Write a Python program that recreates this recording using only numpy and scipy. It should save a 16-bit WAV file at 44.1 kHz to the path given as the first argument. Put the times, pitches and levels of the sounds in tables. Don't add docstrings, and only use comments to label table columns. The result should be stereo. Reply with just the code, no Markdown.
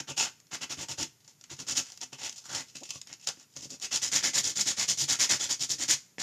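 import sys
import numpy as np
from scipy import signal
from scipy.fft import rfft, irfft
from scipy.io import wavfile
from scipy.ndimage import uniform_filter1d

SR = 44100
rng = np.random.default_rng(int(sys.argv[2]) if len(sys.argv) > 2 else 0)


def log_audio(samples):
    frames = np.atleast_2d(samples).T
    limited = np.clip(frames, -1, 1)
    pcm = np.round(limited * 32767).astype(np.int16)
    wavfile.write(sys.argv[1], SR, pcm)


N = 274302

# (start [s], length [s], relative hiss level [dB], pressure peak "early" or "late")
STROKES = [(0.0, 0.014, -30, "early"), (.075, 0.053, -30.5, "late"), (.168, 0.11, -20, "early"),
           (0.512, 0.061, -31.5, "late"), (.609, 0.047, -31.3, "late"), (.696, .054, -29.5, "early"),
           (0.771, 0.082, -31, "late"), (0.884, 0.06, -28.5, "early"), (0.977, 0.079, -27, "early"),
           (1.498, 0.047, -40.5, "late"), (1.585, 0.058, -36.5, "early"), (1.669, 0.074, -27, "late"),
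           (1.753, 0.062, -20.5, "late"), (2.009, 0.042, -33, "late"), (2.122, 0.044, -43, "early"),
           (2.184, 0.11, -36, "late"), (2.486, 0.14, -32, "late"), (2.752, 0.031, -43, "early"),
           (2.891, 0.028, -41, "early"), (2.938, 0.042, -46.5, "early"), (3.065, 0.088, -46.5, "late"),
           (3.268, .042, -26.5, "early"), (3.372, 0.083, -53, "late"), (3.555, 0.066, -42, "early"),
           (3.62, .055, -38.5, "early"), (3.695, 0.076, -36, "early"), (3.812, 0.061, -26.5, "late"),
           (3.912, 0.074, -20.5, "late"), (4.016, 0.078, -20.5, "early"), (4.117, 0.09, -16.5, "early"),
           (4.227, 0.083, -19.5, "early"), (4.336, 0.078, -15.5, "late"), (4.435, 0.091, -20, "early"),
           (4.556, 0.079, -18.5, "late"), (4.656, .079, -19, "early"), (4.768, .09, -21, "late"),
           (4.878, 0.067, -18.5, "early"), (4.974, 0.082, -17.5, "late"), (5.079, .083, -16, "early"),
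           (5.189, 0.082, -16.5, "early"), (5.291, 0.081, -16.5, "early"), (5.395, 0.085, -21.5, "early"),
           (5.49, 0.065, -20, "early"), (5.595, 0.066, -22.5, "late"), (5.689, 0.071, -23, "early"),
           (5.784, 0.079, -23.5, "late"), (5.881, 0.077, -16.5, "early"), (6.189, 0.042, -24, "late")]
RISE_SHARE = {"early": .3, "late": .6}
# (time [s], casting level [dB], table level [dB])
HUM_LEVELS = [(0, -36.5, -36.5), (.2, -34.5, -51), (.6, -36, -41.5), (1.0, -38.5, -37.5), (1.6, -39.5, -38),
              (2.0, -37.5, -53), (2.4, -34.5, -42), (2.9, -46.5, -43.5), (3.27, -34.5, -61),
              (3.55, -41, -44.5), (3.63, -42.5, -37.5), (3.799, -41.5, -47), (4.2, -41, -40.5),
              (5.2, -40.5, -43.5), (6.2, -41, -43)]
PAPER_BAND_EDGES = [3000, 4500, 6200, 9000, 18000]
# (frequency [Hz], width [Hz], level rubbed on the rim [dB], level rubbed on the face [dB])
CASTING_MODES = [(819, 25, -6, -31), (912, 47, 4, -3.5), (1158, 140, 0.5, -2.5), (1446, 370, 6, 0),
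                 (2065, 1090, 10.5, 16.5), (2700, 280, 9.5, -6), (3290, 220, -3.5, 3)]
# (frequency [Hz], width [Hz], relative level [dB])
TABLE_MODES = [(102, 26, 0), (141, 16, 0), (185, 50, -5), (265, 14, -4), (310, 40, -2), (405, 70, -7),
               (520, 150, -10)]
# (frequency [Hz], relative level [dB per Hz])
AIR_SPECTRUM = [(30, -20), (120, 10.5), (250, 0), (600, -12), (2000, -18.5), (6000, -30), (14000, -10)]
# (time [s], relative burst level [dB])
TICKS = [(.401, -39), (.469, -43.5), (.8854, -27), (1.0289, -17), (1.3097, -49), (1.4115, -36.5),
         (1.4395, -32), (1.5905, -37), (1.9014, -35), (1.9202, -30.5), (1.9748, -28.5), (2.0139, -24),
         (2.1304, -30), (2.295, -23.5), (2.3268, -30), (2.7557, -31), (2.768, -33), (2.9052, -18),
         (2.9515, -32), (3.0151, -24.5), (3.0721, -30.5), (3.1286, -30), (3.137, -31), (3.2126, -40),
         (3.2722, -14), (3.2877, -17), (3.3972, -40), (3.5643, -28), (3.571, -28), (3.608, -34),
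         (3.799, -31)]
# (time [s], relative hiss level [dB])
RUSTLE = [(1.2, -71), (1.27, -57), (1.42, -61), (1.85, -40), (2.1, -66), (2.3, -41), (2.4, -46.5),
          (2.47, -37.5), (2.65, -48.5), (2.87, -44.5), (2.98, -38.5), (3.05, -76), (3.2, -59),
          (3.24, -43.5), (3.36, -80), (3.56, -54.5), (3.8, -74), (3.88, -70)]
# (time [s], relative burst level [dB])
KNOCKS = [(2.129, -38), (2.753, -40.5), (2.957, -40), (3.372, -44.5), (3.567, -41), (6.183, -32)]
# (frequency [Hz], gain [dB])
LEFT_PORT = [(60, -6.5), (600, -4), (2000, 0.5), (3500, -5.5), (5200, -9.5), (8500, 0), (10000, -1.5),
             (14500, -15.5)]
RIGHT_PORT = [(60, -15), (300, -5), (1200, -5.5), (2000, 3.5), (3900, 8.5), (4950, 15), (6950, 19.5),
              (7850, 5.5), (9050, -2.5), (10100, -10), (12000, -6), (14500, -10.5)]

START_DB, END_DB = -12.5, -18.0
TOUCH_S = 0.0034
HUM_FLATNESS = 0.82
FIRM_DB = -20
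CASTING_SLOPE, TABLE_SLOPE = 0.78, 0.35
PAPER_DB = -14.0
FACE_FROM_S = 4
RUSTLE_CASTING_DB, TICK_CASTING_DB, KNOCK_CASTING_DB = -21.0, -27, -6
KNOCK_TABLE_DB = 1.5
AIR_DB = -57
NEAR_T60_S, NEAR_DB, ROOM_T60_S, ROOM_DB = 0.14, -7, 0.51, -22.5
ROCK_S, ROCK_LENGTH_S, ROCK_FROM_HZ, ROCK_TO_HZ, ROCK_DB = 2.811, .026, 230, 480, -44
BASS_CUT_HZ, TOP_HZ = 84, 14400


def undb(db):
    return 10 ** (np.asarray(db) / 20)


def unit(x):
    return x / np.sqrt(np.mean(x ** 2))


def walk(rate):
    hold = int(SR / rate)
    steps = np.repeat(rng.standard_normal(N // hold + 1), hold)
    slewed = uniform_filter1d(uniform_filter1d(steps, hold), hold)
    return 1.3 * slewed[:N]


def pair(like):
    common, opposed = rng.standard_normal((2, N))
    like = np.clip(like, 0, 1)
    side = np.array([[1], [-1]])
    return np.sqrt((1 + like) / 2) * common + np.sqrt((1 - like) / 2) * opposed * side


def decay(x, ms):
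    return signal.lfilter([1], [1, -np.exp(-1000 / (ms * SR))], x)


def bursts(rows, ms):
    x = np.zeros(N)
    for s, db in rows:
        x[int(s * SR)] += undb(db)
    return decay(x, ms)


def colour(x, points):
    hz, db = np.transpose(points)
    size = 2 ** 12
    grid = np.maximum(np.arange(size // 2 + 1) * SR / size, 1)
    log_gain = np.interp(np.log(grid), np.log(hz), db) * np.log(10) / 20
    cep = irfft(log_gain)
    cep[1:size // 2] *= 2
    cep[size // 2 + 1:] = 0
    impulse = irfft(np.exp(rfft(cep)))
    return signal.fftconvolve(x, impulse)[:N]


def ring(x, modes, wander_db):
    out = 0
    power = sum(undb(2 * m[2]) for m in modes)
    for hz, width, db in modes:
        radius = np.exp(-np.pi * width / SR)
        angle = 2 * np.pi * hz / SR
        gain = undb(db) * np.sin(angle) * np.sqrt(2 * (1 - radius ** 2) / power)
        drive = x * undb(wander_db * walk(12))
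        out = out + signal.lfilter([gain], [1, -2 * radius * np.cos(angle), radius ** 2], drive)
    return out


def grit(rate, spread_db, ms):
    snags = rng.random(N) < rate / SR
    size_db = spread_db * np.minimum(rng.exponential(size=N), 3)
    return unit(1 + decay(snags * undb(size_db), ms))


def room_tone():
    air = np.array([colour(c, AIR_SPECTRUM) for c in pair(0.27)])
    return unit(air) * undb(AIR_DB)


def stroke_pressure():
    t = np.arange(N) / SR
    power = np.zeros((3, N))
    when, casting, table = np.transpose(HUM_LEVELS)
    for s, length, db, peak in STROKES:
        rise = RISE_SHARE[peak] * length
        fall = length - rise
        span = slice(max(int((s - 4 * TOUCH_S) * SR), 0), int((s + rise + 3 * fall) * SR))
        d = t[span] - s
        swell = START_DB * np.abs(1 - d / rise) ** 2.87
        fade = END_DB * (np.abs(d - rise) / fall) ** 2.44
        shape = np.where(d < rise, swell, fade)
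        touch = undb(np.minimum(d, 0) / TOUCH_S * 10)
        casting_db = np.interp(s, when, casting) + CASTING_SLOPE * (db - FIRM_DB)
        table_db = np.interp(s, when, table) + TABLE_SLOPE * (db - FIRM_DB)
        hum_shape = HUM_FLATNESS * shape
        levels = np.array([db + shape, casting_db + hum_shape, table_db + hum_shape])
        power[:, span] += (touch * undb(levels)) ** 2
    return np.sqrt(power)


def paper_hiss(pressure, rustle):
    rubbing = pressure * grit(700, 1.3, 0.48) * undb(1.62 * walk(120))
    noise = (rubbing + rustle + edge_ticks(1.88)) * pair(0.)
    out = 0
    for band in zip(PAPER_BAND_EDGES, PAPER_BAND_EDGES[1:]):
        sos = signal.butter(1, band, "band", fs=SR, output="sos")
        out = out + signal.sosfilt(sos, noise) * undb(1.07 * walk(21.925))
    return undb(PAPER_DB) * out


def casting_hum(pressure, rustle, knocks):
    force = pressure * grit(500, 1.1, 1.0) + undb(RUSTLE_CASTING_DB) * rustle
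    force = force + undb(TICK_CASTING_DB) * edge_ticks(4.7) + undb(KNOCK_CASTING_DB) * knocks
    body = force * pair(0.42)
    on_face = np.arange(N) / SR >= FACE_FROM_S
    rim_modes = [(hz, width, rim_db) for hz, width, rim_db, _ in CASTING_MODES]
    face_modes = [(hz, width, face_db) for hz, width, _, face_db in CASTING_MODES]
    return ring(body * ~on_face, rim_modes, 4.5) + ring(body * on_face, face_modes, 3.4)


def table_hum(pressure, knocks):
    force = pressure * grit(200, 0.98, 1.7) + undb(KNOCK_TABLE_DB) * knocks
    return ring(force * pair(0.91), TABLE_MODES, 2.6)


def room(x):
    t = np.arange(SR // 2) / SR

    def tail(db, t60):
        energy = t60 * SR / np.log(10 ** 6)
        return undb(db - 60 * t / t60) / np.sqrt(energy)

    echoes = (tail(NEAR_DB, NEAR_T60_S) + tail(ROOM_DB, ROOM_T60_S)) * pair(0.56)[:, :len(t)]
    return x + signal.fftconvolve(x, echoes, axes=1)[:, :N]


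def edge_ticks(ms):
    return bursts(TICKS, ms)


def paper_rustle():
    s, db = np.transpose(RUSTLE)
    level = undb(np.interp(np.arange(N) / SR, s, db, -120, -120))
    return level * grit(60, 7.2, 7.5) * undb(4.9 * walk(24.94))


def casting_knocks():
    return bursts(KNOCKS, 1.75)


def rocking():
    u = np.clip((np.arange(N) / SR - ROCK_S) / ROCK_LENGTH_S, 0, 1)
    hz = ROCK_FROM_HZ + (ROCK_TO_HZ - ROCK_FROM_HZ) * u ** 2
    phase = 2 * np.pi * np.cumsum(hz) / SR
    buzz = np.sin(phase) + 0.83 * np.sin(2 * phase) + 0.39 * np.sin(3 * phase)
    swell = np.sqrt(np.sin(np.pi * u).clip(0)) * (u < 1)
    return undb(ROCK_DB) * swell * buzz


def sanding():
    hiss, casting, table = stroke_pressure()
    rustle = paper_rustle()
    knocks = casting_knocks()
    paper = paper_hiss(hiss, rustle)
    return paper + casting_hum(casting, rustle, knocks) + table_hum(table, knocks) + rocking()


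def scene():
    air = room_tone()
    return room(sanding()) + air


def record(dry):
    ports = np.array([colour(dry[0], LEFT_PORT), colour(dry[1], RIGHT_PORT)])
    bass_cut = signal.butter(3, BASS_CUT_HZ, "high", fs=SR, output="sos")
    top_cut = signal.ellip(10, .2, 85, TOP_HZ, fs=SR, output="sos")
    return signal.sosfilt(top_cut, signal.sosfilt(bass_cut, ports))


dry = scene()
out = record(dry)
log_audio(out)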